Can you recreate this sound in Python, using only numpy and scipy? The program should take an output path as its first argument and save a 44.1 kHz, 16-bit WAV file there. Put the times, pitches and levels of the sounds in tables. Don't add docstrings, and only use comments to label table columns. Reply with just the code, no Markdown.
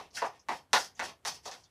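import sys
import numpy as np
from scipy import signal
from scipy.io import wavfile
from scipy.ndimage import uniform_filter1d

SR = 44100
rng = np.random.default_rng(int(sys.argv[2]) if len(sys.argv) > 2 else 0)


def gain_from_decibels(decibels):
    exponent = np.asarray(decibels, float) / 20
    return 10 ** exponent


def generate_wav(signal):
    frames = np.transpose(np.atleast_2d(signal))
    scaled = np.clip(frames, -1, 1) * 32767
    pcm = np.round(scaled).astype(np.int16)
    wavfile.write(sys.argv[1], SR, pcm)


N = 74970
LEAD = 4410
TAIL = 15000

# start_s, thud_db, body_db, wall_db, tines_db
STROKE_KNOCKS = [(-.035, -28, -32.5, -39.5, -34), (0.17, -64.5, -51.5, -31.5, -51),
                 (0.2194, -19.5, -19, -29, -37.5), (0.4862, -25, -23, -27.5, -31.5),
                 (0.7317, -14.5, -14.5, -13.5, -10.5), (.9940, -25, -29, -25.5, -30),
                 (1.2507, -35, -26.5, -32.5, -25), (1.4558, -32, -35.5, -44.5, -34),
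                 (1.477, -40, -45, -79, -37), (1.5139, -44, -44, -46, -37.5), (1.55, -60, -53, -69, -76)]
# start_s, level_db, pitch_hz, width_hz
WET_TICKS = [(0.1064, -55, 5300, 2030), (.395, -50.5, 5850, 1500), (.9510, -53.5, 6500, 1476),
             (.972, -60, 5630, 2500), (1.637, -49, 5400, 2500), (1.652, -67.5, 3480, 400),
             (.150, -40, 4400, 1200), (.2194, -44, 4770, 1200), (.9945, -38.5, 6490, 2020),
             (1.4605, -38.5, 6230, 1600), (1.5138, -35.5, 5640, 2400), (1.517, -48, 2300, 780)]
# peak_s, rise_s, fall_s, level_db, slurp_db (relative to the hiss)
TINE_DRAGS = [(.0, 0.022, 0.053, -67, 7.5), (0.154, 0.0069, 0.017, -49, -24),
              (0.174, 0.028, 0.025, -48.5, -7), (0.261, 0.033, 0.014, -56.5, -1),
              (.36, 0.051, 0.016, -75, 7), (0.798, 0.038, 0.016, -43, -20.5),
              (0.514, 0.014, 0.034, -56.5, 7), (0.57, 0.031, 0.0065, -59, -12),
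              (0.848, 0.045, 0.016, -51.5, -30.5), (.985, 0.024, 0.011, -64.5, -2.5),
              (1.04, 0.015, 0.024, -48, -1.5), (1.093, 0.026, 0.0062, -59, 4),
              (1.278, 0.016, 0.011, -36.5, -13.5), (1.349, .025, 0.014, -54, -7),
              (1.454, 0.015, 0.008, -65.5, 1), (1.473, 0.025, .015, -52, -11),
              (1.532, 0.013, 0.021, -57.5, -5), (1.57, 0.017, 0.061, -68.5, -8.5)]

# pitch_hz, width_hz, level_db
BOWL_THUD = [(176, 180, -26.5), (342.5, 126, -8), (416.3, 162.5, -3), (592, 136, -4)]
BOWL_BODY = [(683, 68, -8), (768, 86, 1), (962, 195, 4.5), (1252, 150, -3.5)]
BOWL_WALL = [(1400, 107, -1), (1868, 370, 6.5), (2300, 182, -2.5), (2690, 278, -1.5)]
FORK_TINES = [(3830, 990, 9), (4604, 313, 0.5), (5650, 1200, 7.5), (9960, 9200, 0.5)]
# low_hz, high_hz
PART_RANGES = [(140, 750), (560, 1670), (1250, 3200), (3200, 22000)]
# pitch_hz, width_hz, level_db
BATTER_HISS = [(3290, 505, -12), (4400, 1430, 2), (5370, 1950, 6.5), (7870, 2040, -0.5), (9400, 1920, -4.5),
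               (13900, 6000, -62.5)]
BATTER_SLURP = [(970, 490, -4), (1600, 390, -12.5), (2760, 1940, 4.5)]

# delay_s, level_db
FIRST_ECHOES = [(.0045, 4), (.007, -7), (0.0178, -8), (0.025, -3.5)]
# pitch_hz, t60_s
KITCHEN_DECAY = [(300, 0.46), (900, 0.68), (2500, 0.36), (6000, 0.19), (9000, 0.11), (14000, 0.34)]
# pitch_hz, first_step_db, slope_db_per_s
SUPPRESSOR_PULL = [(400, -4.5, -150), (962, -6.5, -200), (2500, -7, -120), (6070, 0, -60), (12000, -1, -49)]
# pitch_hz, level_db (per Hz)
AIR_SPECTRUM = [(25, -24), (45, -9), (85, -1), (200, -11), (400, -11.5), (1000, -16), (5800, -31),
                (9000, -30.5), (15500, -35.5)]


def at_hz(points, hz):
    table = np.array(points)
    return np.interp(np.log(hz), np.log(table[:, 0]), table[:, 1])


def rms_one(x):
    return x / np.sqrt(np.mean(x ** 2) + 1e-20)


def drift(rate_hz, size):
    r = np.exp(-2 * np.pi * rate_hz / SR)
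    wander = signal.lfilter([1], [1, -2 * r, r * r], rng.standard_normal(size + 4000))
    return rms_one(wander[4000:])


def bandpass(x, low_hz, high_hz, order=2):
    return signal.sosfilt(signal.butter(order, [low_hz, high_hz], "band", fs=SR, output="sos"), x)


def resonate(x, peaks, spread_db=0):
    out = 0
    for k, (hz, width_hz, db) in enumerate(peaks):
        r = np.exp(-np.pi * width_hz / SR)
        w = 2 * np.pi * hz / SR
        gain = gain_from_decibels(db + spread_db * rng.standard_normal()) * (-1) ** k
        out = out + gain * signal.lfilter([0, np.sin(w)], [1, -2 * r * np.cos(w), r * r], x + 1e-18)
    return out


def convolve(a, b):
    return signal.fftconvolve(a, b)[:len(a)]


def unit_click():
    return np.eye(1, TAIL)[0]


def add(out, start_s, sound):
    i = LEAD + int(start_s * SR)
    out[i:i + len(sound)] += sound[:len(out) - i]


def kitchen():
    hold_s, clamp_s, build_s, lump_db = 0.048, 0.0029, 0.003, 2
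    t = np.arange(TAIL) / SR
    late = np.maximum(t - hold_s, 0)
    white = rng.standard_normal(TAIL)
    slopes = np.delete(SUPPRESSOR_PULL, 1, axis=1)
    edges = 100 * 2 ** np.arange(0, 7.4, .4)
    tail = 0
    for k, (lo, hi) in enumerate(zip(edges, edges[1:])):
        hz = np.sqrt(lo * hi)
        band = bandpass(white, lo, hi)
        power = uniform_filter1d(band ** 2, size=int(SR * 5 / (hi - lo)) + 300)
        band = band * np.sqrt(2 * (hi - lo) / SR / (power + 1e-9))
        clamp_db = at_hz(SUPPRESSOR_PULL, hz) * np.minimum(late / clamp_s, 1) + at_hz(slopes, hz) * late
        tail = tail + (-1) ** k * band * gain_from_decibels(clamp_db - 60 * t / at_hz(KITCHEN_DECAY, hz))
    build = 1 - np.exp(-(t / build_s) ** 2)
    return tail * gain_from_decibels(lump_db * drift(140, size=TAIL)) * build


def in_kitchen(burst, tail, room_db=0):
    early_cut_hz, tail_db = 2100, -23
    early = np.zeros(TAIL)
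    for delay_s, db in FIRST_ECHOES:
        early[int(delay_s * SR)] = gain_from_decibels(db)
    early = signal.lfilter(*signal.butter(1, early_cut_hz, fs=SR), early)
    answer = gain_from_decibels(room_db) * (gain_from_decibels(tail_db) * tail + early)
    answer[0] += 1
    return convolve(burst, answer)


def knocks(tails):
    strike_spread_db = 1.19
    out = np.zeros(N + LEAD)
    parts = (BOWL_THUD, BOWL_BODY, BOWL_WALL, FORK_TINES)
    for j, (start_s, *levels_db) in enumerate(STROKE_KNOCKS):
        for k, part in enumerate(parts):
            ring = bandpass(resonate(unit_click(), part, strike_spread_db), *PART_RANGES[k])
            burst = -gain_from_decibels(levels_db[k] - 7) * ring
            add(out, start_s, in_kitchen(burst, tails[(4 * j + k) % len(tails)]))
    return out[LEAD:]


def batter_grains():
    grains_per_s, spread_db = 3000, 4
    size = N + LEAD
    snaps = (rng.random(size) < grains_per_s / SR) * rng.choice([-1, 1], size)
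    return snaps * gain_from_decibels(spread_db * np.minimum(rng.exponential(1, size), 4))


def drags():
    room_db = -28.5
    t = (np.arange(N + LEAD) - LEAD) / SR
    hiss = rms_one(resonate(batter_grains(), BATTER_HISS))
    slurp = rms_one(resonate(batter_grains(), BATTER_SLURP))
    out = 0
    for peak_s, rise_s, fall_s, db, slurp_db in TINE_DRAGS:
        swell = np.exp(-((t - peak_s) / np.where(t < peak_s, rise_s, fall_s)) ** 2)
        out = out + gain_from_decibels(db) * swell * (hiss + gain_from_decibels(slurp_db) * slurp)
    return (out + gain_from_decibels(room_db) * convolve(out, kitchen()))[LEAD:]


def kitchen_air(opened):
    level_db, opens_db, flicker_db = -68.5, 1, 0.91
    white = rng.standard_normal((2, N + LEAD))
    edges = 25 * 2 ** np.arange(0, 9.4, .5)
    out = 0
    for k, (lo, hi) in enumerate(zip(edges, edges[1:])):
        band = bandpass(white[k % 2], lo, hi)[LEAD:]
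        out = out + band * gain_from_decibels(at_hz(AIR_SPECTRUM, np.sqrt(lo * hi)) + flicker_db * drift(40, size=N))
    return gain_from_decibels(level_db + opens_db * opened) * rms_one(out)


def rumble(opened):
    level_db, opens_db, patch_db = -73.5, 2, 2
    low = resonate(rng.standard_normal(N + LEAD), [(85, 60, 0), (180, 90, -8)])
    return gain_from_decibels(level_db + opens_db * opened + patch_db * drift(4.1, size=N)) * rms_one(low[LEAD:])


def ticks(tails):
    t60_s, room_db = 0.21, 5.5
    out = np.zeros(N + LEAD)
    fade = gain_from_decibels(-60 * np.arange(TAIL) / SR / t60_s)
    for j, (start_s, db, hz, width_hz) in enumerate(WET_TICKS):
        tick = bandpass(unit_click(), hz - width_hz / 2, hz + width_hz / 2, order=3)
        tick = gain_from_decibels(db) * tick / np.abs(tick).max()
        add(out, start_s, fade * in_kitchen(tick, tails[j % len(tails)], room_db))
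    return out[LEAD:]


def suppressor_opening(action):
    loud = np.log(uniform_filter1d(action ** 2, size=2000) + 1e-8)
    return (loud - loud.mean()) / loud.std()


def scene():
    tails = [kitchen() for _ in range(9)]
    action = knocks(tails) + drags() + ticks(tails)
    opened = suppressor_opening(action)
    return (action + kitchen_air(opened) + rumble(opened))[None]


def roll_off(x):
    return signal.sosfilt(signal.butter(12, 16500, fs=SR, output="sos"), x)


def record(dry):
    x = signal.sosfilt(signal.butter(2, 45, "high", fs=SR, output="sos"), dry)
    x = signal.sosfilt(signal.ellip(10, .5, 45, 15500, fs=SR, output="sos"), x)
    return roll_off(x)


dry = scene()
out = record(dry)
generate_wav(out)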